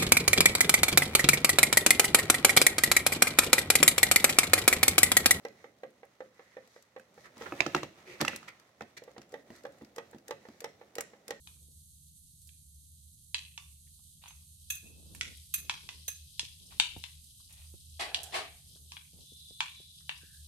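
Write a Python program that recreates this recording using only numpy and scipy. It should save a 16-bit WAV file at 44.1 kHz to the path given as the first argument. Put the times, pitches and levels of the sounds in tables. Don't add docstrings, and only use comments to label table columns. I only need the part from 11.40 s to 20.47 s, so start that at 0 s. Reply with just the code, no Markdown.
import sys
import numpy as np
from scipy import signal
from scipy.fft import rfft, irfft, next_fast_len
from scipy.io import wavfile

SR = 44100
rng = np.random.default_rng(int(sys.argv[2]) if len(sys.argv) > 2 else 0)


def wav_record(signal):
    frames = np.transpose(np.atleast_2d(signal))
    bounded = np.clip(frames, -1, 1)
    quanta = np.round(bounded * 32767).astype(np.int16)
    wavfile.write(sys.argv[1], SR, quanta)


N = 399987
TIME = np.arange(N) / SR
AGE = TIME[:SR * 3 // 5]


# t/s, relative level/dB, snap f/Hz, relative cavity level/dB, relative crack level/dB,
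# left-right/dB, wok ring re pop/dB, snap tilt/(dB per octave)
SEED_BURSTS = [(0.0726, -40.5, 3050, -21, -15, 3, -19, 4), (1.091, -49.5, 3200, -47, -16, -6, -38, 5),
               (1.9449, -19, 3280, -29.5, -18, -1, -22.5, 1),
               (2.177, -32.5, 2960, -23, -14, -2.5, -10.5, 3.5), (2.838, -46, 2980, -11.5, -20, -7, -8, 9),
               (2.858, -47.5, 2780, -10, -23, -2, 2, 7), (2.879, -51.5, 2350, -19, -12, -1, -6, 7),
               (2.907, -51.5, 2520, -10, -12, -7, -13, 9), (3.7488, -46, 2900, -18, -18, -4, -5, -12),
               (3.8103, -22.5, 2480, -35.5, -12.5, -0.5, -26, -1.5),
               (4.2959, -21, 2650, -17, -15.5, 0.5, -9, 0.5), (4.4896, -32.5, 2540, -22, -14, -1, -11, 5),
               (4.9946, -21, 3340, -30, -14, 2, -26, 2), (5.3988, -10, 3015, -27, -18, 5, -19, 3.5),
               (5.639, -29.5, 3200, -26.5, -18.5, 6, -18, 2), (6.745, -17, 3200, -33, -19.5, 0.5, -16.5, 4),
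               (7.5194, -36.5, 3200, -23.5, -13, 1, -5, 3), (7.5677, -36, 2760, -23.5, -32, 5, -8.5, 2.5),
               (8.205, -18, 2900, -18, -19.5, 1.5, -13, 0), (8.693, -23.5, 3000, -22, -25, 2, -17, -1.5)]
# ratio to snap f, bandwidth/Hz, level/dB
SNAP_MODES = [(0.559, 380, -9), (0.816, 380, -0.5), (1.001, 350, 0), (1.22, 450, 1), (1.5, 650, -1.5)]
# f/Hz, bandwidth/Hz, level/dB
CAVITY_MODES = [(820, 120, -7), (998, 270, 19.5), (1540, 160, 5)]
# f/Hz, bandwidth/Hz, level/dB
CRACK_MODES = [(5480, 2600, 3), (8700, 3800, -1.5), (11400, 2000, -15)]

def seed_pops(gain_db, cavity_gain_db, crack_gain_db, tear_s):
    out = np.zeros((2, N))
    opening = 1 - np.exp(-(AGE[:SR // 20] / tear_s) ** 2)
    for s, db, hz, cavity_db, crack_db, pan_db, wok_db, tilt_db in SEED_BURSTS:
        modes = [(ratio * hz, width, mode_db + tilt_db * np.log2(ratio))
                 for ratio, width, mode_db in SNAP_MODES]
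        snap = unit_energy(band(opening * struck(modes, scatter_db=1.5), 1450, 5300))
        cavity = unit_energy(band(struck(CAVITY_MODES, scatter_db=2.0), 720, 2600)) * panned(-2.5)
        crack = unit_energy(band(struck(CRACK_MODES, scatter_db=2.5), 3300, 12000)) * panned(-4.0)
        crack = np.roll(crack, int(tear_s * SR), axis=1)
        pop = snap * panned(pan_db) + from_db(cavity_db + cavity_gain_db) * cavity
        pop += from_db(crack_db + crack_gain_db) * crack
        pop[0] = np.roll(pop[0], 3)
        add(out, s, from_db(db + gain_db) * in_kitchen(reflected(pop), near_db=-6.5, room_db=-0.85))
        add(out, s, from_db(db + gain_db + wok_db) * wok_ring())
    return out


# f/Hz, level/dB, T60/s
WOK_MODES = [(964, -3.5, 0.25), (1005, -1, 0.25), (1076, -3, 0.32), (1155, -2.5, .27), (1750, -9.5, .2),
             (2030, -8.5, 0.26), (2400, -5.5, 0.2), (2570, 2, 0.26), (2600, -1.5, 0.26), (2900, -1, .25),
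             (3090, 0, 0.21), (3225, 1, 0.3), (3450, -3, 0.28), (3950, -4, 0.23), (4600, -6.5, .26)]

def wok_ring():
    hz, db, t60 = np.transpose(WOK_MODES)[:, :, None]
    waves = from_db(db - 60 * AGE / t60) * np.sin(2 * np.pi * hz * AGE)
    return unit_energy(rng.standard_normal((2, len(WOK_MODES))) @ waves)


# mean delay/s, level re direct sound/dB
EARLY_ECHOES = [(0.0013, -7.5), (0.0023, -10), (0.0074, -16)]

def reflected(sound):
    response = np.zeros((2, SR // 20))
    response[:, 0] = 1
    for delay_s, db in EARLY_ECHOES:
        delays = (delay_s * SR * rng.uniform(.85, 1.15, 2)).astype(int)
        response[[0, 1], delays] += from_db(db)
    return signal.fftconvolve(sound, unit_energy(response), axes=1)


# t/s, level/dB
VIGOUR_CURVE = [(0, -78), (1.7, -77.5), (3.7, -67.5), (4.4, -59.5), (5.4, -61), (6.0, -64.5), (7.5, -65),
                (8.3, -62), (9.07, -63)]
# f/Hz, spectral density level/dB
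FIZZ_SPECTRUM = [(2800, -23), (3300, -9), (4300, -2.5), (5300, -11.5), (5950, -1.5), (6470, -0.5),
                 (7600, 0.5), (8300, 4), (9780, 4.5), (11400, 0.5), (13000, -1), (13500, -18),
                 (14300, -20.5), (15000, -31.5)]
BUBBLING_SPECTRUM = [(2350, -28), (2550, -14.5), (2800, -8), (3100, -2.5), (3900, -2), (5000, -3),
                     (6000, -8.5), (9000, -33)]

def frying(mean_fizz_db, fizz_follows, fizz_pan_db, bubbling_pan_db):
    bubbling_db = in_time(VIGOUR_CURVE)
    fizz_db = mean_fizz_db + fizz_follows * (bubbling_db - bubbling_db.mean())
    fizz = click_rain(FIZZ_SPECTRUM, per_s=12000, spread_db=2.35, flutter_db=2.5, patches=6)
    bubbling = click_rain(BUBBLING_SPECTRUM, per_s=2500, spread_db=3.1, flutter_db=5, patches=4)
    return (from_db(fizz_db) * panned(fizz_pan_db) * fizz
            + from_db(bubbling_db) * panned(bubbling_pan_db) * bubbling)


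def click_rain(spectrum, per_s, spread_db, flutter_db, patches):
    sizes = from_db(spread_db * np.minimum(rng.exponential(1, (2, N)), 5))
    onsets = rng.random((2, N)) < per_s / SR
    clicks = stereo(onsets * sizes * rng.choice([-1, 1], (2, N)), side_db=-1.5)
    patch = rng.integers(0, patches, N)
    out = np.zeros((2, N))
    for k in range(patches):
        echoes = 1.2 * unit_energy(noise(SR // 50) * np.exp(-AGE[:SR // 50] / 0.0034))
        echoes[:, 0] += 1
        fluttering = clicks * (patch == k) * surge(per_s=22, depth_db=flutter_db)
        out += signal.oaconvolve(fluttering, echoes, axes=1)[:, :N]
    return coloured(out, spectrum)


# t/s, relative level/dB, left-right/dB
DROPLET_BURSTS = [(1.018, -44, 0), (1.073, -42, -9), (3.7497, -35, -5), (3.9715, -40, -2), (4.842, -53, 1),
                  (5.582, -43, -12), (5.843, -44, -8), (6.126, -38.5, 2), (6.8327, -27.5, -9),
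                  (7.64, -52, 1)]
# f/Hz, bandwidth/Hz, level/dB
TICK_MODES = [(4200, 2500, -8), (8500, 3000, -1), (12000, 2500, -2)]

def droplet_spits(gain_db):
    out = np.zeros((2, N))
    for s, db, pan_db in DROPLET_BURSTS:
        tick = unit_peak(band(struck(TICK_MODES, scatter_db=2.0), 4000, 14000))
        tick *= from_db(db + gain_db) * panned(pan_db)
        add(out, s, in_kitchen(tick, near_db=4, room_db=6.0))
    return out


def husk_crackle(per_s, gain_db, spread_db, follows):
    out = np.zeros((2, N))
    for when, weakness, pitch, side in rng.random((int(per_s * N / SR), 4)):
        tick = struck(np.array(TICK_MODES) * [.7 + .4 * pitch, .5, 1], scatter_db=2.0)
        add(out, when * N / SR, from_db(gain_db - spread_db * weakness) * panned(8 * side - 6) * tick)
    vigour_db = in_time(VIGOUR_CURVE)
    out *= from_db(follows * (vigour_db - vigour_db.max()))
    return in_kitchen(band(out, 3200, 12500, order=5), near_db=9.0, room_db=4.5)[:, :N]


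# f/Hz, bandwidth/Hz, level/dB
WHISTLE_MODES = [(3510, 12, 0), (3690, 30, -10), (3870, 40, -2.5), (4020, 30, -8)]

def steam_whistle(start_s, length_s, gain_db):
    hz, width, db = np.transpose(WHISTLE_MODES)[:, :, None]
    resonances = from_db(db) * unit_energy(np.exp(-np.pi * width * AGE) * np.cos(2 * np.pi * hz * AGE))
    tones = signal.fftconvolve(noise(), unit_energy(resonances.sum(axis=0))[None], axes=1)
    jet = envelope(start_s, length_s, attack_s=0.26, fade_db_per_s=36)
    return from_db(gain_db) * jet * band(tones[:, :N], 2900, 4630)


# t/s, relative level/dB, tilt/(dB per octave), chatter time/s,
# first and second f/Hz favoured by the place of contact, their boost/dB, free ring/dB
BOWL_CONTACTS = [(2.882, -44.5, 3.5, 0.0085, 2570, 6300, 16, 0), (3.303, -24, 0, 0.007, 2570, 4000, 4, -12),
                 (3.352, -39, 5, 0.009, 11000, 13000, 5, -6), (3.469, -51, -0.5, 0.006, 2570, 6470, 21, 11),
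                 (4.141, -21, 3, 0.005, 6300, 12620, 4.5, -4),
                 (4.681, -26.5, 1.5, 0.0082, 4270, 12770, 9.5, -7)]
# f/Hz, hand-damped bandwidth/Hz, damped level/dB, free level/dB
GLASS_MODES = [(1700, 240, -12, -39), (2523, 90, 0, -9.5), (2650, 130, -2, -11), (3370, 320, -10, -17),
               (3650, 280, -12, -28), (4000, 300, -6, -31), (6135, 170, -5.5, -17.5),
               (6300, 200, -1.5, -18.5), (6410, 170, -1, -10), (7700, 400, -20.5, -25.5),
               (8440, 260, -7, -20.5), (8930, 300, -7.5, -18), (10300, 300, -10, -17),
               (10920, 260, -0.5, -23), (12100, 150, -9, -28), (12620, 100, -5.5, -26),
               (13500, 120, -2, -24), (14440, 220, -7, -25), (15650, 260, -21, -38)]
# f/Hz, spectral density level/dB
RATTLE_SPECTRUM = [(1100, -11.5), (2400, -2), (3800, 3.5), (4900, -9), (6200, 2), (9000, 0.5), (13500, 2),
                   (14600, -9), (15500, -26)]

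def bowl_clinks(gain_db, free_gain_db, t60_at_6khz_s, rattle_db, pan_db, treble_pan_db):
    out = np.zeros((2, N))
    hz, width, damped_db, sustain_db = np.transpose(GLASS_MODES)[:, :, None]
    octaves = np.log2(hz / 6000)
    t60 = t60_at_6khz_s * 2 ** (-0.87 * octaves)
    damped = unit_energy(np.exp(-np.pi * width * AGE))
    sustained = from_db(sustain_db + free_gain_db) * unit_energy(from_db(-60 * AGE / t60))
    sides = from_db(np.array([1, -1])[:, None, None] * (pan_db + treble_pan_db * octaves) / 2)
    for s, db, tilt_db, chatter_s, first_hz, second_hz, boost_db, free_db in BOWL_CONTACTS:
        chatter = np.exp(-(AGE[:SR // 50] / chatter_s) ** 2)[None]
        swell = unit_energy(signal.fftconvolve(damped, chatter, axes=1)[:, :len(AGE)])
        free = from_db(free_db) * sustained * (1 - np.exp(-AGE / chatter_s))
        favoured = np.exp(-((hz - first_hz) / 300) ** 2) + np.exp(-((hz - second_hz) / 300) ** 2)
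        decay = (from_db(damped_db) * swell + free) * from_db(tilt_db * octaves + boost_db * favoured)
        unsteady = np.array([surge(160, 3.5, len(AGE)) * surge(28, 3, len(AGE)) for _ in GLASS_MODES])
        waves = np.sin(2 * np.pi * (hz * AGE + rng.random((2, len(GLASS_MODES), 1))))
        ring = np.sum(sides * unsteady * decay * waves, axis=1)
        ring /= np.sqrt(np.sum(ring ** 2) / 2)
        rattle = unit_energy(coloured(noise(len(AGE)), RATTLE_SPECTRUM) * swell[0])
        clink = ring + from_db(rattle_db) * rattle * panned(pan_db)
        add(out, s - .002, from_db(db + gain_db) * in_kitchen(clink, near_db=-2.0, room_db=1.0))
    return out


# t/s, relative level/dB, duration/s
DRAWER_STROKES = [(6.593, -26, 0.033), (6.922, -34.5, 0.024), (6.939, -27, 0.047)]
# f/Hz, spectral density level/dB
SCRAPE_SPECTRUM = [(120, -46), (200, -30), (252, -5), (306, -18), (360, -3), (541, -20), (646, 4),
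                   (922, -3.5), (1140, 0), (1460, -14.5), (1950, 0.5), (4180, -4), (6290, -16),
                   (9640, -13.5), (14000, -31.5)]

def drawer_scrapes(gain_db, room_db):
    out = np.zeros((2, N))
    for s, db, length in DRAWER_STROKES:
        stroke = np.clip(AGE / 0.0032, 0, 1) * np.exp(-(AGE / length) ** 4)
        friction = coloured(stereo(noise(len(AGE)), side_db=-4.0), SCRAPE_SPECTRUM)
        scrape = friction * stroke * surge(per_s=310, depth_db=2.5, size=len(AGE))
        add(out, s, from_db(db + gain_db) * in_kitchen(scrape, near_db=2, room_db=room_db))
    return out


# f/Hz, spectral density level/dB
DRAWER_SPECTRUM = [(280, -12.5), (350, -17), (440, -7), (560, -13), (650, -0.5), (800, -1), (950, -13),
                   (1200, -17.5), (1700, -9.5)]

def drawer_slide(pull_s, pull_db, coast_db_per_s, stop_s, stop_db):
    edges = dict(attack_s=0.033, fade_db_per_s=179)
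    coasting = from_db(pull_db - coast_db_per_s * np.maximum(TIME - pull_s, 0))
    run = coasting * envelope(pull_s, stop_s - pull_s, **edges)
    stop = from_db(stop_db) * envelope(stop_s, length_s=0.067, **edges)
    return (run + stop) * coloured(stereo(noise(), side_db=-8.5), DRAWER_SPECTRUM)


# t/s, relative level/dB, nominal f/Hz, thump re knock/dB, scuff re knock/dB
DULL_KNOCKS = [(0.282, -61, 400, -10, -27), (3.44, -55, 433, -6, -24), (4.68, -50, 407, -6, 11),
               (5.028, -47.5, 400, -12, -11), (5.562, -40.5, 445, 0.5, 3), (6.337, -44.5, 420, -6, -12),
               (7.355, -54, 450, -17, -7), (7.732, -53.5, 444, -5, -15), (7.785, -52, 523, -15, -12),
               (7.918, -48, 340, -14, -23), (8.105, -47, 463, -7, -16), (8.399, -49.5, 425, -10, -26),
               (8.831, -49.5, 340, -7, -17)]
# ratio to nominal f, bandwidth/Hz, level/dB
KNOCK_MODES = [(0.7, 380, -4), (1.2, 418, -6)]
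# f/Hz, bandwidth/Hz, level/dB
THUMP_MODES = [(76, 27, 4), (149, 100, -6.5)]
# f/Hz, spectral density level/dB
SCUFF_SPECTRUM = [(200, 6), (500, 2), (1000, -5), (1800, -20), (2600, -6)]

def dull_knocks(gain_db, soft_s, scuff_s):
    out = np.zeros((2, N))
    age = AGE[:SR // 20]
    contact = 1 - np.exp(-(age / soft_s) ** 2)
    for s, db, hz, thump_db, scuff_db in DULL_KNOCKS:
        modes = np.array(KNOCK_MODES) * [hz, 1, 1]
        knock = unit_peak(band(contact * struck(modes, scatter_db=3.5), 100, 1.6 * hz))
        thump = unit_peak(band(struck(THUMP_MODES, scatter_db=1.0), 30, 250))
        friction = coloured(stereo(noise(len(age)), side_db=-14.5), SCUFF_SPECTRUM)
        scuff = unit_peak(contact * np.exp(-age / scuff_s) * friction)
        impact = knock + from_db(thump_db) * thump + from_db(scuff_db) * scuff
        add(out, s + 0.0016, from_db(db + gain_db) * in_kitchen(impact, near_db=-3, room_db=-11))
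    return out


# t/s, duration/s, level/dB
GRIP_SHIFTS = [(0.038, 0.3, -83), (3.421, 0.27, -70), (3.7, 0.22, -68.5), (4.166, 0.19, -73),
               (4.42, 0.16, -74.5), (5.195, 0.26, -76), (5.515, 0.07, -75), (7.25, 0.32, -82.5),
               (7.726, 0.083, -72.5)]
# f/Hz, spectral density level/dB
RUB_SPECTRUM = [(150, -1.5), (280, -4), (480, -5.5), (700, -14.5), (1000, -23), (1500, -32.5)]

def finger_rubs(slips_per_s, uneven_db, case_db):
    pressure = sum(from_db(db) * envelope(s, length) for s, length, db in GRIP_SHIFTS)
    rub = coloured(stereo(noise(), side_db=-3.5), RUB_SPECTRUM)
    case = band(stereo(noise(), side_db=-1), 34.55, 183.0)
    return pressure * (surge(slips_per_s, uneven_db) * rub + from_db(case_db) * case / case.std())


# t/s, duration/s, level/dB
HISS_SWELLS = [(2.813, 0.08, -62), (5.301, 0.015, -55), (6.088, 0.14, -62.5)]
# f/Hz, spectral density level/dB
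HISS_SPECTRUM = [(600, -5), (1500, -9), (2500, 3), (3800, 0), (6000, -9.5), (12000, -14), (15000, -15)]

def hiss_swells(attack_s, fade_db_per_s):
    swells = sum(from_db(db) * envelope(s, length, attack_s, fade_db_per_s)
                 for s, length, db in HISS_SWELLS)
    return swells * click_rain(HISS_SPECTRUM, per_s=2100, spread_db=3.5, flutter_db=-0.5, patches=2)


# t/s, relative level/dB, f/Hz
FAINT_TICKS = [(0.165, -67, 1140), (2.47, -59.5, 1920), (2.591, -67, 930), (3.02, -70, 980),
               (5.32, -47.5, 990), (6.0, -62.5, 1030), (7.361, -62.5, 1150), (8.606, -58.5, 1250)]

def faint_ticks(gain_db, width_hz):
    out = np.zeros((2, N))
    for s, db, hz in FAINT_TICKS:
        modes = [(hz, width_hz, 0), (1.5 * hz, width_hz, -5)]
        tick = unit_peak(band(struck(modes, scatter_db=2.0), .7 * hz, 1.7 * hz))
        add(out, s, from_db(db + gain_db) * in_kitchen(tick, near_db=8, room_db=1.5))
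    return out


def light_scrape(start_s, length_s, hz, level_db, grain_db):
    pressure = envelope(start_s, length_s) * surge(per_s=60, depth_db=grain_db)
    ring = band(stereo(noise(), side_db=-6), .94 * hz, 1.06 * hz)
    return from_db(level_db) * pressure * ring / ring.std()


# t/s, level/dB
DRONE_CURVE = [(0, -61.5), (3.0, -60), (5.5, -57.5), (7.0, -57), (7.8, -64.5), (8.6, -63.5), (9.07, -56)]
# f/Hz, spectral density level/dB
DRONE_SPECTRUM = [(20, -54), (36, -22.5), (48, -23), (66, -17), (72, -7.5), (76, -3.5), (81, -6.5),
                  (92, -27), (115, -21.5), (160, -48)]
RUMBLE_SPECTRUM = [(90, 0), (115, -0.5), (150, 5.5), (200, -9), (260, -14.5), (340, -30.5), (450, -36)]

def burner(rumble_db):
    drone = coloured(stereo(noise(), side_db=-15.5), DRONE_SPECTRUM)
    rumble = coloured(stereo(noise(), side_db=-9.5), RUMBLE_SPECTRUM)
    return from_db(in_time(DRONE_CURVE)) * drone + from_db(rumble_db) * rumble


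# f/Hz, T60/s, tail level/dB
KITCHEN_DECAY = [(304, 0.39, -4.5), (800, 0.2, -7), (1750, 0.34, -0.5), (2478, 0.39, -6.5),
                 (3200, 0.46, -4), (4700, 0.38, -2), (6640, 0.25, -4.5), (13300, 0.28, -7.5)]

def kitchen_tail():
    edges = np.geomspace(125, 16000, 8)
    grains = rng.standard_normal((2, 2, len(AGE))) * surge(per_s=450, depth_db=3.5, size=len(AGE))
    grains /= grains.std()
    build_up = 1 - np.exp(-AGE / 0.0055)
    tail = np.zeros((2, len(AGE)))
    for k, (low, high) in enumerate(zip(edges, edges[1:])):
        hz = np.sqrt(low * high)
        decay = unit_energy(from_db(-60 * AGE / at_hz(KITCHEN_DECAY, hz)) * build_up)
        tail += band(grains[k % 2], low, high) * decay * from_db(at_hz(KITCHEN_DECAY, hz, column=2))
    return tail


def in_kitchen(sound, near_db, room_db):
    near = unit_energy(noise(len(AGE)) * np.exp(-AGE / 0.0087) * (AGE > .0012))
    response = from_db(near_db) * near + from_db(room_db) * kitchen_tail()
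    response[:, 0] += 1
    return signal.fftconvolve(sound, response, axes=1)


def struck(modes, scatter_db):
    hz, width, db = np.transpose(modes)[:, :, None]
    detune, scatter = rng.standard_normal((2, 2, len(modes), 1))
    age = AGE[:SR // 20]
    tones = np.sin(2 * np.pi * hz * (1 + 0.025 * detune) * age)
    waves = unit_energy(np.exp(-np.pi * width * age) * tones)
    signs = (-1) ** np.arange(len(modes))[:, None]
    return unit_energy(np.sum(waves * signs * from_db(db + scatter_db * scatter), axis=1))


def coloured(x, spectrum):
    size = next_fast_len(x.shape[1])
    hz = np.arange(size // 2 + 1) * SR / size
    inside = np.minimum(hz / spectrum[0][0], 1) * np.minimum(spectrum[-1][0] / (hz + 1), 1)
    y = irfft(rfft(x, size) * from_db(at_hz(spectrum, hz)) * inside ** 6, size)[:, :x.shape[1]]
    return y / np.sqrt(np.mean(y ** 2))


def band(x, low_hz, high_hz, order=2):
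    sections = signal.butter(order, [low_hz, min(high_hz, .45 * SR)], "band", fs=SR, output="sos")
    return signal.sosfilt(sections, x)


def surge(per_s, depth_db, size=N):
    knots = np.arange(0, size / SR + 1, 1 / per_s)
    swings = np.clip(rng.standard_normal(len(knots)), -2, 1.5)
    return from_db(depth_db * np.interp(TIME[:size], knots, swings))


def envelope(start_s, length_s, attack_s=0.019, fade_db_per_s=258.5):
    age = TIME - start_s
    return np.clip(age / attack_s, 0, 1) * from_db(-fade_db_per_s * np.maximum(age - length_s, 0))


def noise(size=N):
    return rng.standard_normal((2, size))


def stereo(pair, side_db):
    return pair[0] + from_db(side_db) * pair[1] * np.array([[1], [-1]])


def panned(pan_db):
    return from_db(np.array([[pan_db], [-pan_db]]) / 2)


def from_db(db):
    return 10 ** (np.asarray(db) / 20)


def unit_energy(x):
    return x / np.sqrt(np.sum(x ** 2, axis=-1, keepdims=True) + 1e-30)


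def unit_peak(x):
    return x / np.abs(x).max()


def in_time(curve):
    return np.interp(TIME, *np.transpose(curve))


def at_hz(points, hz, column=1):
    points = np.array(points)
    return np.interp(np.log(hz + 1), np.log(points[:, 0]), points[:, column])


def add(out, s, sound):
    start = max(round(s * SR), 0)
    out[:, start:start + sound.shape[1]] += sound[:, :N - start]


def scene():
    pops = seed_pops(gain_db=16.5, cavity_gain_db=8, crack_gain_db=7.8, tear_s=.00065)
    spits = droplet_spits(gain_db=2.0)
    husks = husk_crackle(per_s=24, gain_db=-41.5, spread_db=14, follows=.5)
    oil = frying(mean_fizz_db=-60, fizz_follows=0.034, fizz_pan_db=-5.0, bubbling_pan_db=7.5)
    hiss = hiss_swells(attack_s=0.0091, fade_db_per_s=151.5)
    steam = steam_whistle(start_s=7.764, length_s=0.62, gain_db=-55)
    ticks = faint_ticks(gain_db=-5.5, width_hz=380)
    bowl = bowl_clinks(gain_db=19, free_gain_db=-1, t60_at_6khz_s=0.38, rattle_db=-5,
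                       pan_db=-1.5, treble_pan_db=-2.5)
    drawer = drawer_scrapes(gain_db=-12.0, room_db=8.5)
    drawer += drawer_slide(pull_s=6.594, pull_db=-46, coast_db_per_s=42, stop_s=6.922, stop_db=-41.5)
    knocks = dull_knocks(gain_db=-2.5, soft_s=0.00084, scuff_s=0.0035)
    rubs = finger_rubs(slips_per_s=70, uneven_db=5, case_db=10.0)
    scrape = light_scrape(start_s=8.8, length_s=0.17, hz=1650, level_db=-70, grain_db=3)
    wok = pops + spits + husks + oil + steam
    return wok + bowl + drawer + knocks + rubs + hiss + ticks + scrape + burner(rumble_db=-67)


def record(dry):
    return signal.sosfilt(signal.ellip(10, .1, 80, 15900, fs=SR, output="sos"), dry)


dry = scene()
out = record(dry)
wav_record(out)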